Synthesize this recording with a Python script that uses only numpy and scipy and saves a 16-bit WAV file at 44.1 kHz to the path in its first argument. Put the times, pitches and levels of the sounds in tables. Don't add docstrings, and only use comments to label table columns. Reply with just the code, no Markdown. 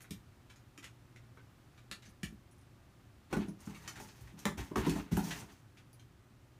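import sys
import numpy as np
from scipy import signal
from scipy.fft import rfft, irfft
from scipy.io import wavfile
from scipy.ndimage import uniform_filter1d

SR = 44100
rng = np.random.default_rng(int(sys.argv[2]) if len(sys.argv) > 2 else 0)


def generate_wav(sig):
    pcm = np.round(np.clip(np.atleast_2d(sig).T, -1, 1) * 32767).astype(np.int16)
    wavfile.write(sys.argv[1], SR, pcm)


N = 291035
T = np.arange(N) / SR
AGE = T[:SR // 2]


def undb(db):
    return 10 ** (np.asarray(db) / 20)


def unit(x):
    return x / np.sqrt(np.mean(x ** 2))


def crest(x, size=256):
    return x / np.sqrt(uniform_filter1d(x ** 2, size).max())


def fade(t60_s):
    return np.exp(-np.log(1000) * AGE / max(t60_s, 1e-3))


def rise(seconds):
    return 1 - np.exp(-AGE / max(seconds, 1e-4))


def add(out, start_s, x):
    i = max(int(start_s * SR), 0)
    out[i:i + len(x)] += x[:N - i]


def colour(x, points, tilt_db=0):
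    hz, db = np.transpose(points)
    size = 8192
    octave = np.log2(np.maximum(np.fft.rfftfreq(size, 1 / SR), 1))
    gain_db = np.interp(octave, np.log2(hz), db) + tilt_db * np.maximum(octave - 10, 0)
    cepstrum = irfft(np.log(undb(gain_db)))
    cepstrum[1:size // 2] *= 2
    cepstrum[size // 2 + 1:] = 0
    response = irfft(np.exp(rfft(cepstrum)))
    return signal.fftconvolve(x, response)[:len(x)]


def grains(count, rate_hz, spread_db):
    size = undb(spread_db * np.minimum(rng.exponential(size=count), 4))
    slips = rng.random(count) < rate_hz / SR
    return slips * size * rng.standard_normal(count)


def wander(rate_hz):
    knots = rng.standard_normal(400)
    return np.interp(T * rate_hz, np.arange(len(knots)), knots)


def ring(modes, centre_hz=200, octaves=9, scatter_db=2, detune=0.0048, hold=1):
    out = 0
    for mode_hz, level_db, t60_s in modes:
        size, pitch = rng.standard_normal(2)
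        favour = 1 / (1 + (np.log2(mode_hz / centre_hz) / octaves) ** 2)
        cycles = mode_hz * (1 + detune * pitch) * AGE + rng.random()
        gain = undb(level_db + scatter_db * size) * favour
        out = out + gain * fade(t60_s * hold) * np.sin(2 * np.pi * cycles)
    return out


def hallway(x, wet_db, t60_s):
    onset = np.clip(AGE / 0.0044 - .3, 0, 1)
    tail = rng.standard_normal(len(AGE)) * fade(t60_s) * onset
    response = undb(wet_db) * tail / np.linalg.norm(tail)
    response[0] += 1
    return signal.fftconvolve(x, response)[:len(x)]


def crumple(seconds):
    slips = grains(len(AGE), rate_hz=9000, spread_db=-0.5)
    return slips * np.exp(-AGE / max(seconds, 3e-4)) * rise(0.2 * seconds)


# (freq_hz, density_db)
AIR_SPECTRUM = [(15, -49), (25, -9.5), (49, -12), (79, -7.5), (112, -4.5), (176, -15), (278, -15.5),
                (394, -21.5), (450, -31), (488, -25), (769, -26), (978, -28), (1180, -27), (4040, -37.5),
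                (15000, -47)]
AIR_DB = -61


def room_air():
    return unit(colour(rng.standard_normal(N), AIR_SPECTRUM)) * undb(AIR_DB + .5 * wander(1.3))


# (freq_hz, mean_level_db as rms)
HUM_PARTIALS = [(119.5, -66), (355.3, -80), (403.7, -84), (1217, -88.5)]


def appliance_hum():
    out = np.zeros(N)
    for freq_hz, level_db in HUM_PARTIALS:
        gain = undb(level_db + 2 * wander(12)) * np.sqrt(2)
        out += gain * np.sin(2 * np.pi * freq_hz * T + 0.53 * wander(7))
    return out


# (freq_hz, level_db, t60_s)
TAG_MODES = [(6610, -13, .01), (8970, -10, .01), (10380, -11, .014), (10740, -19, .01), (14200, -15, .008)]
# (freq_hz, density_db)
GRIT_SPECTRUM = [(600, 2.5), (1800, -12), (3000, -9), (4800, 0), (6200, 4.5), (7600, -0.5), (10000, -3.5),
                 (15000, -6.5)]
# (start_s, level_db)
TAG_CLINKS = [(0.018, -56.5), (2.091, -70), (2.512, -67), (2.582, -70.5), (2.612, -71), (3.484, -58.5),
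              (3.604, -59), (5.93, -61)]


def tags():
    out = np.zeros(N)
    for start_s, level_db in TAG_CLINKS:
        chatter = crumple(0.0026)
        discs = ring(TAG_MODES, scatter_db=4, detune=.005)
        clink = signal.fftconvolve(chatter, discs)[:len(AGE)]
        rattle = colour(chatter, GRIT_SPECTRUM)
        mix = unit(clink) + undb(-2) * unit(rattle)
        add(out, start_s, undb(level_db) * crest(hallway(mix, wet_db=1.5, t60_s=0.13)))
    return out


# (freq_hz, density_db)
TOUCH_SPECTRUM = [(200, -3.5), (700, -6), (1300, 1), (2100, 3), (3200, -3), (5000, -7), (6700, -6.5),
                  (7800, -11), (13000, -17.5), (15500, -31.5)]
FLAP_GAIN = 0.99


def touch(flap_hz, seconds, tilt_db):
    contact = colour(crumple(seconds), TOUCH_SPECTRUM, tilt_db)
    flap = signal.lfilter(*signal.iirpeak(flap_hz, 4, fs=SR), contact)
    return crest(hallway(contact + FLAP_GAIN * flap, wet_db=2.0, t60_s=0.17), size=400)


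# (start_s, level_db, flap_hz)
SCUFFS = [(0.496, -58.5, 3170), (0.826, -55, 3220), (1.774, -62.5, 2660), (2.021, -60.5, 4060),
          (2.053, -59.5, 6140), (3.746, -54.5, 2220), (3.955, -52.5, 1650), (4.085, -59, 5230),
          (4.272, -61, 1810), (5.306, -40.5, 3030), (5.77, -61.5, 2620)]
SCUFF_CRUMPLE_S, SCUFF_HZ, SCUFF_TILT_DB = 0.012, 3230, 0.5


def scuffs():
    out = np.zeros(N)
    for start_s, level_db, flap_hz in SCUFFS:
        tilt_db = SCUFF_TILT_DB * np.log2(flap_hz / SCUFF_HZ)
        add(out, start_s, undb(level_db) * touch(flap_hz, SCUFF_CRUMPLE_S, tilt_db))
    return out


# (start_s, level_db, flap_hz, tilt_db per octave above 1024 Hz)
TICKS = [(0.006, -57, 2820, 3), (0.043, -58.5, 1950, -1), (0.107, -47, 3600, 4), (0.559, -63.5, 6140, 1),
         (0.777, -52, 2520, 2.5), (0.842, -48.5, 2320, 1), (1.16, -56.5, 2210, -0.5),
         (1.372, -55.5, 1660, -7), (1.913, -41, 3930, 2), (2.231, -41, 2020, 2.5), (3.877, -42, 5650, 1.5),
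         (4.39, -54, 5600, 9), (4.895, -41.5, 8140, 2.5), (5.17, -41.5, 7200, 21), (5.995, -62, 2880, 3)]
TICK_CRUMPLE_S = 0.0033


def ticks():
    out = np.zeros(N)
    for start_s, level_db, flap_hz, tilt_db in TICKS:
        add(out, start_s, undb(level_db) * touch(flap_hz, TICK_CRUMPLE_S, tilt_db))
    return out


SHOVE_ATTACK_S, FIRM_SHOVE_DB = 0.014, -51.5
SAG_DB_PER_S, RELEASE_DB_PER_S = 29.5, 130


def shove(start_s, length_s, rasp_db):
    age = np.maximum(T - start_s, 0)
    attack = np.minimum(age / (SHOVE_ATTACK_S * undb(FIRM_SHOVE_DB - rasp_db)), 1)
    release_db = RELEASE_DB_PER_S * np.maximum(age - length_s, 0)
    return attack * undb(-SAG_DB_PER_S * age - release_db)


def dragging(points, rate_hz, spread_db, count=4):
    out = 0
    hz, db = np.transpose(points)
    for corner in range(count):
        spurts = undb(3.5 * wander(50))
        slips = hallway(grains(N, rate_hz, spread_db) * spurts, wet_db=4, t60_s=0.12)
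        own_db = 3 * np.cos(2 * np.pi * (np.arange(len(hz)) + corner) / count)
        out = out + unit(colour(slips, np.c_[hz, db + own_db]))
    return unit(out)


# (freq_hz, density_db)
RASP_SPECTRUM = [(150, -14), (400, -11), (550, -5.5), (900, -0.5), (1250, -6.5), (1800, -5.5), (2600, -8),
                 (4500, -15.5), (9000, -63)]
# (freq_hz, level_db, free_t60_s)
BOX_MODES = [(143, -13, 0.068), (165.1, 0, 0.24), (201.1, 1, 0.2), (218, 2, 0.057), (248.8, -9, 0.22),
             (277, -10, 0.35), (310.2, -0.5, 0.14), (337, -16, 0.41), (376.8, -2.5, 0.15),
             (422, -8.5, 0.25), (502, -11.5, 0.113), (525, -43, 0.096)]
# (freq_hz, density_db)
FLOOR_SPECTRUM = [(20, -30), (40, -3), (55, 16.5), (90, 10), (130, 10), (220, -23), (600, -28.5)]
# (start_s, length_s, rasp_db, grit_db)
SHOVES = [(3.298, 0.14, -53.5, -63), (3.584, 0.3, -58.5, -62.5), (3.792, 0.15, -58, -62.5),
          (3.949, 0.089, -56.5, -56.5), (4.047, 0.15, -63.5, -63), (4.155, 0.17, -63.5, -68),
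          (4.367, .07, -57, -61), (4.572, 0.019, -46.5, -51), (4.766, 0.23, -44, -51.5),
          (5.11, 0.15, -50, -52), (5.231, 0.17, -48.5, -49.5), (5.464, 0.055, -60.5, -63)]
DRONE_DB, RUMBLE_DB = -0.5, -4.5


def scrape():
    rasp_gain = grit_gain = 0
    for start_s, length_s, rasp_db, grit_db in SHOVES:
        speed = shove(start_s, length_s, rasp_db)
        rasp_gain = np.maximum(rasp_gain, undb(rasp_db) * speed)
        grit_gain = np.maximum(grit_gain, undb(grit_db) * speed)
    grit = dragging(GRIT_SPECTRUM, rate_hz=350, spread_db=2.5)
    rasp = dragging(RASP_SPECTRUM, rate_hz=300, spread_db=3.5)
    drone = unit(signal.fftconvolve(rasp, ring(BOX_MODES))[:N])
    rumble = unit(colour(rng.standard_normal(N), FLOOR_SPECTRUM))
    body = rasp + undb(DRONE_DB) * drone + undb(RUMBLE_DB) * rumble
    return grit * grit_gain + body * rasp_gain


def thud(level_db):
    bump = rng.standard_normal(len(AGE)) * rise(0.00083) * fade(0.22)
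    return undb(level_db) * crest(colour(bump, FLOOR_SPECTRUM), size=1024)


def boom(level_db, centre_hz, hold, wet_db):
    modes = ring(BOX_MODES, centre_hz, octaves=0.62, scatter_db=0.9, detune=0.0083, hold=hold)
    return undb(level_db) * crest(hallway(rise(.003) * modes, wet_db, t60_s=0.34), size=1024)


# (freq_hz, level_db, free_t60_s)
PANEL_MODES = [(603, -1, .12), (690, -3, .08), (770, -2, .1), (882, 2, .14), (960, 0, .1), (1035, 0, .08),
               (1110, -6, .06), (1300, -12, .06), (1420, -9, .08), (1715, -14, .08)]
# (freq_hz, density_db)
CRACK_SPECTRUM = [(150, -16.5), (420, 19), (650, -9), (900, 4), (1900, 3), (2800, -2), (4800, -9.5),
                  (6000, -4.5), (7600, -12.5), (9500, -10), (15000, -26)]
CRACK_DB, FIRM_BLOW_DB = -41.5, -38
CRACK_GROWTH = 1
FIRM_CONTACT_S, SOFTENING_DB = 0.0042, 1.5


def edge(level_db, contact_s):
    modes = ring(PANEL_MODES, scatter_db=2, detune=0.014, hold=0.35)
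    panel = signal.fftconvolve(crumple(.5 * contact_s), modes)[:len(AGE)]
    panel = hallway(panel, wet_db=0, t60_s=.23)
    tilt_db = -SOFTENING_DB * np.log2(contact_s / FIRM_CONTACT_S)
    crack = hallway(colour(crumple(contact_s), CRACK_SPECTRUM, tilt_db), wet_db=-1.5, t60_s=0.17)
    crack_db = CRACK_DB + CRACK_GROWTH * (level_db - FIRM_BLOW_DB)
    return undb(level_db) * crest(panel, size=400) + undb(crack_db) * crest(crack, size=400)


# (start_s, thud_db)
DROPS = [(4.207, -49), (4.577, -45.5), (4.764, -37.5), (4.864, -49), (5.118, -39)]


def drops():
    out = np.zeros(N)
    for start_s, thud_db in DROPS:
        add(out, start_s, thud(thud_db))
    return out


# (start_s, boom_db, centre_hz)
NUDGES = [(0.107, -41.5, 213), (0.78, -54.5, 270), (1.914, -52.5, 213), (2.075, -56.5, 150),
          (2.232, -37, 190), (2.325, -49.5, 208)]
NUDGE_HOLD, NUDGE_THUD_DB, NUDGE_WET_DB = 0.37, -10.5, -8.5


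def nudges():
    out = np.zeros(N)
    for start_s, boom_db, centre_hz in NUDGES:
        body = boom(boom_db, centre_hz, NUDGE_HOLD, NUDGE_WET_DB)
        add(out, start_s, body + thud(boom_db + NUDGE_THUD_DB))
    return out


# (start_s, boom_db, centre_hz, edge_db, contact_s)
KNOCKS = [(3.327, -35, 398, -37, 0.0072), (3.367, -30, 235, -45.5, 0.0067), (3.474, -39.5, 214, -62, 0.017),
          (3.672, -40, 187, -56, 0.0097), (4, -53.5, 224, -49, 0.0047), (4.335, -53, 159, -72, 0.0063),
          (4.454, -32.5, 217, -30.5, 0.0026), (4.577, -46, 256, -62, 0.0098), (4.711, -41, 326, -52, 0.018),
          (4.757, -33.5, 313, -33, 0.0055), (4.78, -33.5, 298, -43, 0.004),
          (4.864, -28.5, 260, -40.5, .0035), (4.956, -35, 217, -46, .01), (5.116, -30, 156, -64, 0.0054),
          (5.168, -28.5, 192, -38, 0.0045), (5.425, -53, 219, -59, 0.0056)]
KNOCK_HOLD, KNOCK_THUD_DB, KNOCK_WET_DB = 0.89, -15.5, -5


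def knocks():
    out = np.zeros(N)
    for start_s, boom_db, centre_hz, edge_db, contact_s in KNOCKS:
        body = boom(boom_db, centre_hz, KNOCK_HOLD, KNOCK_WET_DB)
        add(out, start_s, body + thud(boom_db + KNOCK_THUD_DB) + edge(edge_db, contact_s))
    return out


def scene():
    blows = nudges() + knocks() + drops()
    light = ticks() + scuffs() + tags()
    sliding = scrape()
    background = room_air() + appliance_hum()
    return (blows + light + sliding + background)[None]


TOP_HZ = 15450


def record(dry):
    dry = signal.sosfilt(signal.butter(4, 34, "high", fs=SR, output="sos"), dry)
    return signal.sosfilt(signal.ellip(10, .2, 70, TOP_HZ, fs=SR, output="sos"), dry)


dry = scene()
out = record(dry)
generate_wav(out)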